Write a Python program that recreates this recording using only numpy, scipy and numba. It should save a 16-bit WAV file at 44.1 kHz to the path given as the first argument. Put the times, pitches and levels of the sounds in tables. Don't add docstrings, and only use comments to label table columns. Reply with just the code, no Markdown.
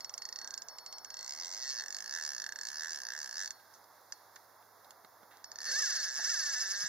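import sys
import numpy as np
from scipy import signal
from scipy.fft import rfft, irfft
from scipy.io import wavfile
from scipy.ndimage import uniform_filter1d, map_coordinates
from numba import njit

SR = 44100
rng = np.random.default_rng(int(sys.argv[2]) if len(sys.argv) > 2 else 0)


def master_out(mix):
    frames = np.transpose(np.atleast_2d(mix))
    ceiling = np.clip(frames, -1, 1)
    pcm = np.round(ceiling * 32767).astype(np.int16)
    wavfile.write(sys.argv[1], SR, pcm)


def ratio_of_db(decibels):
    return 10 ** (np.asarray(decibels, float) / 20)


N = 303408


def curve(rows):
    s, *columns = np.transpose(rows)
    return [np.interp(np.arange(N) / SR, s, column) for column in columns]


def across(points):
    hz, value = np.transpose(points)
    return np.interp(np.log(np.arange(N // 2 + 1) * SR / N + 1), np.log(hz + 1), value)


def walk(rate_hz):
    hold = int(SR / rate_hz)
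    steps = np.repeat(rng.standard_normal(N // hold + 1), hold)
    return 1.5 * uniform_filter1d(uniform_filter1d(steps, hold), hold)[:N]


@njit
def mode(x, pole):
    y, z = np.empty(len(x)), 0j
    for i in range(len(x)):
        z = z * pole[i] + x[i]
        y[i] = z.imag
    return y


def resonate(x, hz, width_hz):
    r = np.exp(-np.pi * width_hz / SR)
    return signal.lfilter([1 - r], [1, -2 * r * np.cos(2 * np.pi * hz / SR), r * r], x)


def place(at, shapes):
    out = np.zeros(N + shapes.shape[1], shapes.dtype)
    np.add.at(out, at[:, None] + np.arange(shapes.shape[1]), shapes)
    return out[:N]


# pitch_hz, level_db (rms), wander_hz
FAR_TONES = [
    (102.5, -86, .6),
    (12091, -89, 1.0),
]


def far_tones():
    out = 0
    for hz, db, wander_hz in FAR_TONES:
        level = np.sqrt(2) * ratio_of_db(db + 0.83 * walk(3.13))
        out = out + level * np.sin(2 * np.pi * np.cumsum(hz + wander_hz * walk(3.27)) / SR)
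    return out


# pitch_hz, level_db (per Hz)
RIVER_SPECTRUM = [(25, -126), (80, -116), (200, -108), (450, -99), (900, -91.5), (1700, -99), (2200, -106),
                  (3000, -114), (3700, -110), (5300, -106), (7200, -112), (9000, -115), (11000, -110),
                  (15500, -108)]
# pitch_hz, likeness (0-1)
RIVER_ALIKE = [(60, 0.95), (130, 0.76), (290, 0.6), (640, 0.88), (1410, 0.78), (3100, 0.94), (6820, 0.43),
               (15000, 0.53)]
# pitch_hz, level_db
RIVER_PAN = [(60, -1), (110, -23), (200, 6), (380, -4.5), (700, -3), (1290, -3), (2380, -1), (4400, -5),
             (8120, -8), (15000, -8)]
RIVER_DB = -60.5


def river():
    alike, side = np.clip(across(RIVER_ALIKE), 0, 1), np.array([[1], [-1]])
    mid, wide = rfft(rng.standard_normal((2, N)))
    mixed = np.sqrt(1 + alike) * mid + side * np.sqrt(1 - alike) * wide
    full = mixed * ratio_of_db(across(RIVER_SPECTRUM) + side * across(RIVER_PAN) / 2)
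    octave = across([(20, np.log2(20)), (20480, np.log2(20480))])
    out = 0
    for centre in np.arange(4, 16, 2):
        band = irfft(full * np.clip(1 - np.abs(octave - centre) / 2, 0, 1), N)
        flicker_db = (centre < 13) * (0.7 * walk(1.5) + 0.8 * walk(12))
        out = out + band * ratio_of_db(flicker_db)
    out = out * ratio_of_db(RIVER_DB) / np.sqrt(np.mean(out.mean(axis=0) ** 2))
    return out + far_tones()


# start_s, length_s, level_db
RUB = [
    (0.391, 0.34, -53.5),
    (1.024, 2.44, -62),
    (3.49, .24, -67.5),
]
RUB_SAG = (-41, -0.5, -10)
RUB_HZ, RUB_WIDTH_HZ = 1611, 31.6
RUB_ATTACK_S, RUB_RELEASE_S = 0.033, 0.074


def hum():
    t, loud = np.arange(N) / SR, 0
    for (s, length, db), sag_db in zip(RUB, RUB_SAG):
        swell = np.clip((t - s) / RUB_ATTACK_S, 0, 1)
        release = np.clip(1 + (s + length - t) / RUB_RELEASE_S, 0, 1)
        sagging = ratio_of_db(db + sag_db * np.clip(t - s - RUB_ATTACK_S, 0, length))
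        loud = loud + swell * release * sagging
    return loud * resonate(rng.standard_normal(N), RUB_HZ, RUB_WIDTH_HZ) * 8.4


# start_s, level_db (peak), pitch_hz, width_hz, t60_s
KNOCKS = [(3.597, -53, 2300, 900, .03), (3.737, -47.5, 5860, 1480, 0.13), (3.841, -51.5, 5360, 1200, .02),
          (4.227, -80, 1500, 1500, .02), (4.361, -40, 1820, 970, 0.032), (4.358, -44, 6000, 2960, 0.035),
          (4.625, -54, 2200, 1800, 0.024), (4.845, -48, 3500, 4000, 0.032), (4.907, -37, 4940, 4000, 0.011),
          (5.047, -42.5, 1160, 1480, 0.014), (5.231, -48, 900, 900, 0.022), (5.31, -48.5, 1690, 1400, 0.59),
          (5.37, -47, 5000, 3000, 0.012), (5.681, -50, 515, 120, 0.68), (6.19, -43, 690, 300, 0.056),
          (6.835, -56, 131, 110, 0.11)]


def knocks():
    out, t = np.zeros(N), np.arange(6000) / SR
    for s, db, hz, width_hz, t60_s in KNOCKS:
        envelope = np.exp(-np.log(1000) * t / t60_s) * np.minimum(t / 0.0012, 1)
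        burst = rng.standard_normal(len(t)) * envelope
        burst = signal.lfilter(*signal.iirpeak(hz, hz / width_hz, SR), burst)
        out += place(np.array([int(s * SR)]), ratio_of_db(db) * burst[None] / np.abs(burst).max())
    return out


# start_s, level_db (snap peak), ring_db
TICKS = [(0.0054, -37.5, -55.5), (0.0446, -36.5, -52.5), (0.094, -34.5, -59.5), (0.1388, -31.5, -68),
         (0.178, -32.5, -53.5), (0.2193, -33, -51), (0.252, -34.5, -54), (0.288, -35.5, -63),
         (0.3251, -37, -57), (0.358, -36.5, -53), (0.387, -40, -53.5), (0.414, -41.5, -48.5),
         (0.444, -39.5, -62), (0.4741, -35.5, -60), (0.506, -36.5, -55), (0.5392, -34, -54),
         (0.5761, -36, -55.5), (0.6193, -36.5, -73), (0.6842, -38.5, -57), (0.784, -37, -55),
         (0.8615, -35, -52.5), (0.9252, -38, -50), (0.982, -39, -59), (1.046, -35, -60.5),
         (1.1025, -33.5, -55), (4.122, -33.5, -63.5), (5.442, -36.5, -64.5), (5.5155, -39, -66),
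         (5.5566, -42, -61), (5.5854, -38, -56)]
TICK_DB = 23.5


def lone_ticks():
    start_s, snap_db, ring_db = np.transpose(TICKS)
    face_db = 1.6 * rng.standard_normal((len(start_s), 4)) * [0, 1, 1, 1]
    return np.c_[start_s * SR, snap_db + TICK_DB, ring_db, face_db]


# start_s, speed_teeth_per_s
FIRST_PULL = [
    (1.14, 28.0),
    (1.179, 48.1),
    (1.402, 85.1),
    (1.528, 89.4),
    (1.606, 125.9),
    (1.701, 144.6),
    (1.776, 108.3),
    (1.849, 42.7),
]
SECOND_PULL = [
    (2.092, 59.0),
    (2.146, 83.9),
    (2.316, 70.3),
    (2.534, 25.3),
]
THIRD_PULL = [
    (2.74, 76.4),
    (2.89, 82.7),
    (3.081, 53.7),
    (3.18, 79.8),
    (3.303, 54.6),
    (3.422, 102.5),
    (3.507, 16.6),
]
# start_s, speed_teeth_per_s
DASH = [
    (5.603, 76),
    (5.645, 76),
    (5.723, 509.7),
    (5.801, 640.2),
    (5.963, 269.1),
    (6.049, 222.2),
    (6.116, 115.0),
]
SECOND_DASH = [
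    (6.167, 148),
    (6.305, 482),
    (6.372, 355),
    (6.426, 302),
    (6.53, 270),
    (6.562, 245),
    (6.6, 255),
    (6.655, 190),
    (6.88, 211),
]
# once_db, once_tooth, twice_db, twice_tooth (per turn)
FACES = [
    (2.4, 1.6, 0.8, 1.8),
    (0.7, 12, 2.3, 8.9),
    (1, 9.8, 2.3, 8.5),
    (1.6, 1.2, 2.2, 9.6),
]
DASH_FACES = [
    (2.2, 2, 1, 0.5),
    (3, 16, 2.6, 6.2),
    (2.8, 16.3, 2.6, 6.5),
    (2, 18.5, 1.7, 9),
]
FIRST_TOOTH = 0, 13
TURN_DEPTH = 1.2, .95
SNAP_DB = (-13, -13.5)
SNAP_SLOPE = (0.17, 0.3)
RING_DB = (-22, -20)
RING_FADE = (-4, -7.5)
TOOTH_SCATTER_DB = np.array([.8, 1.1, 1.1, 1.1])
TOOTH_JITTER = 0.014
RING_SCATTER_DB, RING_DRIFT_DB = 3, 2
TEETH_PER_TURN = 20
# start_s, body_hz, body_db (to snap), high_ring_db (to low ring), cover_db
GRIP = [(0, 2040, -21.5, -2, 0), (.12, 1930, -23, -25, 0), (.25, 1880, -13.5, -9, 0),
        (.42, 1890, -7, -10, 0), (.54, 1820, -28, -20, 0), (.62, 1800, -19, 9.5, 0),
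        (.79, 1880, -36, -5, 0), (1.05, 1800, -15.5, 2, -0.5), (1.3, 2100, -18.5, -15, 0),
        (1.55, 2050, -18, -8, -1), (1.72, 1760, -9, -6, 0), (2.2, 1712, -5.5, -21, 2.5),
        (3.2, 1717, -4, -19, -0.5), (3.45, 1700, -8.5, -12, 2.5), (5.45, 1720, -12.5, 2, -10),
        (5.62, 1770, -2, -12, -1.5), (5.8, 1698, -5.5, -1, 1), (6.88, 1720, -5.5, -6, 2)]


def spool_run(speeds, faces, first_tooth, depth, snap_db, slope_db, ring_db, fade_db):
    start = int(speeds[0][0] * SR)
    rate = curve(speeds)[0][start:int(speeds[-1][0] * SR) + 40]
    turned = np.cumsum(rate) / SR
    tooth = np.arange(int(turned[-1]) + 1)[:, None]
    at = np.minimum(np.searchsorted(turned, tooth[:, 0]), len(rate) - 1)
    speed = rate[at]
    chance = rng.standard_normal((len(at), 6))

    db = snap_db + slope_db * np.log2(speed / 100) + curve(GRIP)[3][start + at]
    ring = db + ring_db + fade_db * at / SR - 5.5 * np.log10(SR / speed)
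    ring += RING_SCATTER_DB * chance[:, 5] + RING_DRIFT_DB * walk(6)[start + at]

    once_db, once_tooth, twice_db, twice_tooth = np.transpose(faces)
    tooth_angle = 2 * np.pi / TEETH_PER_TURN
    angle = tooth_angle * (tooth + first_tooth)
    face = once_db * np.cos(angle - tooth_angle * once_tooth)
    face = face + twice_db * np.cos(2 * (angle - tooth_angle * twice_tooth))
    face_db = depth * face + TOOTH_SCATTER_DB * chance[:, 1:5]
    return np.c_[start + at + TOOTH_JITTER * chance[:, 0] * SR / speed, db, ring, face_db]


def ratchet():
    speeds = (FIRST_PULL + SECOND_PULL + THIRD_PULL, DASH + SECOND_DASH)
    rows = [lone_ticks()]
    for settings in zip(speeds, (FACES, DASH_FACES), FIRST_TOOTH, TURN_DEPTH,
                        SNAP_DB, SNAP_SLOPE, RING_DB, RING_FADE):
        rows.append(spool_run(*settings))
    return np.vstack(rows).T


# pitch_hz, width_hz, level_db
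SNAP = [(1120, 900, -68), (2800, 92, -21), (3220, 280, -24), (4430, 2040, -22), (5140, 247, -13),
        (5541, 420, -7.5), (6010, 860, -5.5), (6450, 750, -17.5), (6987, 395, -12.5), (8980, 1500, -36),
        (10600, 140, -52), (11045, 240, -18), (13300, 1100, -42)]
SNAP_FACE = 0, 4, 3, 3, 1, 2, 2, 2, 3, 3, 3, 4, 3
PITCH_TURN, PITCH_SCATTER, STEADY_HZ = 0.022, 0.008, 8000


def snaps(at, db, face_db, rough=0.7, bounce_s=0.0016, rattle_s=0.00063):
    t = np.arange(400) / SR
    landing = np.minimum(t / 0.0006, 1) * np.exp(-t / rattle_s)
    bounce = 1.53 * (t > bounce_s) * np.exp(-np.abs(t - bounce_s) / rattle_s)
    angle = 2 * np.pi * np.arange(len(at))[:, None] / TEETH_PER_TURN
    worn = rng.standard_normal((3, len(t)))
    texture = 1.76 * worn[0] + np.cos(angle) * worn[1] + np.sin(angle) * worn[2]
    texture = texture + rough * rng.standard_normal((len(at), len(t)))
    blows = (landing + bounce) * texture

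    lower, upper = np.zeros((2,) + blows.shape)
    for (hz, width_hz, mode_db), face in zip(SNAP, SNAP_FACE):
        shape = resonate(resonate(blows, hz, width_hz), hz, 1.48 * width_hz)
        shape = shape / np.sqrt(np.mean(np.sum(shape ** 2, axis=1)))
        group = upper if hz > STEADY_HZ else lower
        group += ratio_of_db(db + mode_db + face_db[face])[:, None] * shape

    stretch = 1 + PITCH_TURN * np.sin(2 * angle) + PITCH_SCATTER * rng.standard_normal(angle.shape)
    row = np.arange(len(at))[:, None]
    shifted = map_coordinates(lower, np.broadcast_arrays(row, stretch * np.arange(len(t))), order=3)
    return place(at, upper + shifted)


def body(at, level_db, body_hz):
    knock = place(at + 14, ratio_of_db(level_db - 39)[:, None]) + 0j
    turn = 2j * np.pi * body_hz / SR
    once = mode(knock, np.exp(turn - np.pi * 170 / SR))
    return mode(once + 0j, np.exp(turn - np.pi * 480 / SR))


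# early_hz, dash_hz (in the fast run)
RINGS = [
    (4371, 4409),
    (5437, 5485),
]
# t60_s, kept_share (0-1, survives the next slow snap)
RING_DECAY = [
    (0.4, 0.35),
    (0.73, 0),
]


def rings(at, low_db, high_db):
    out = np.zeros(N)
    for hz, (t60_s, keep), ring_db in zip(RINGS, RING_DECAY, (low_db, high_db)):
        early, late = np.exp(2j * np.pi * np.array(hz) / SR - np.log(1000) / (t60_s * SR))
        pole = np.where(np.arange(N) < DASH[0][0] * SR, early, late)
        contact = np.clip(np.gradient(at) / (0.082 * SR), 0.05, 1)
        left = np.clip(keep, 0.01, 0.9) ** contact
        pole[at] *= left
        phase = np.exp(1j * 2.16 * rng.standard_normal(len(at)))
        kick = ratio_of_db(ring_db + 4) * np.sqrt(1 - left ** 2) * phase
        out += signal.lfilter(*signal.iirpeak(hz[0], 6, SR), mode(place(at, kick[:, None]), pole))
    return out


def reel():
    at, db, low_db, *face_db = ratchet()
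    at = np.clip(at, 0, N - 1).astype(int)
    body_hz, body_db, tilt_db, _ = curve(GRIP)
    body_db, high_db = body_db[at], low_db + tilt_db[at]
    face_db.append(body_db + 0.93 * face_db[0])
    out = snaps(at, db, face_db)
    out += body(at, db + body_db + face_db[0], body_hz)
    out += rings(at, low_db, high_db)
    return signal.sosfilt(signal.butter(4, 1350, "high", fs=SR, output="sos"), out)


def rod_shake(spool):
    tremble = resonate(np.diff(rng.standard_normal(N + 1)), 660, 200)
    return uniform_filter1d(np.abs(spool), size=3000) * tremble


# pitch_hz, level_db (left minus right)
PORT_DB = [(60, -12), (110, 8), (200, -31), (380, 1), (700, -9), (1290, -6.5), (2380, -5), (4400, -2.5),
           (8120, -6), (15000, -10)]
# pitch_hz, lead_rad (left leads)
PORT_RAD = [(0, -4.5), (1890, 0.5), (2410, -1.1), (3700, -1.54), (4220, -1.1), (5000, -1.5), (5770, -2),
            (6200, -1.5), (7060, -2.5), (7410, -2), (9220, -3), (11400, -4), (12100, -10.5), (16000, -14)]
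# start_s, level_db (toward the left)
ROD_PAN = [
    (0, 0.5),
    (.6, -1),
    (1.2, 1),
    (2.5, 0.5),
    (3.3, 1),
    (4.1, 1),
    (5.4, 0.5),
    (5.8, 2.5),
    (6.88, 2),
]


def ports(x, echo_db=-12, echo_s=0.0023, fade_s=0.0054):
    side = np.array([[0.5], [-0.5]])
    response = ratio_of_db(side * across(PORT_DB)) * np.exp(1j * side * across(PORT_RAD))
    near = irfft(rfft(x) * response, N) * ratio_of_db(side * curve(ROD_PAN)[0])
    t, sway = np.arange(1800) / SR, 2.0 * walk(3.7)
    for share in np.cos(sway), np.sin(sway):
        envelope = np.exp(-np.abs(t - echo_s) / fade_s) * np.minimum(t / 0.0076, 1)
        tail = rng.standard_normal((2, len(t))) * envelope
        tail = tail / np.sqrt(np.sum(tail ** 2) / 2)
        near = near + ratio_of_db(echo_db) * signal.oaconvolve(near * share, tail, axes=1)[:, :N]
    return near


def scene():
    spool = reel()
    close = spool + ratio_of_db(-5.0) * rod_shake(spool) + hum() + knocks()
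    return ports(close) + river()


# pitch_hz, width_hz, level_db
HOUSING = [
    (2463, 217, -14),
    (3013, 192, -15),
    (7967, 423, -15.5),
]
TOP_HZ = 15340


def camera_case(x):
    hz = np.arange(N // 2 + 1) * SR / N
    dips_db = sum(db * np.exp(-((hz - f) / width_hz) ** 2) for f, width_hz, db in HOUSING)
    case_db = dips_db - np.clip((hz - TOP_HZ) / 40, 0, 60)
    return irfft(rfft(x) * ratio_of_db(case_db), N)


GATE_DB, GATE_FOLLOW = -50.5, 0.703


def gate(x):
    hz, _, z = signal.stft(x, SR, nperseg=1024)
    edges = np.arange(0, len(hz), 8)
    power = np.add.reduceat(np.abs(z) ** 2, edges, axis=1).mean(axis=0)
    band_db = 10 * np.log10(uniform_filter1d(power, size=3, axis=1) + 1e-16)
    band_hz = hz[edges, None]
    spare_db = 7 * np.clip((band_hz - 10000) / 3500, 0, 1)
    spare_db = spare_db - 8.0 * np.exp(-((band_hz - 8900) / 1300) ** 2)
    threshold_db = GATE_DB + GATE_FOLLOW * band_db.max(axis=0)
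    weak = (band_db + spare_db < threshold_db) & (band_hz > 2200)
    kept = 1 - 0.97 * np.repeat(weak, 8, axis=0)[:len(hz)]
    return signal.istft(z * kept, SR, nperseg=1024)[1][:, :N]


def top_cut(x):
    return signal.sosfilt(signal.butter(12, 16470, fs=SR, output="sos"), x)


def record(dry):
    mix = gate(camera_case(dry))
    return top_cut(mix)


dry = scene()
out = record(dry)
master_out(out)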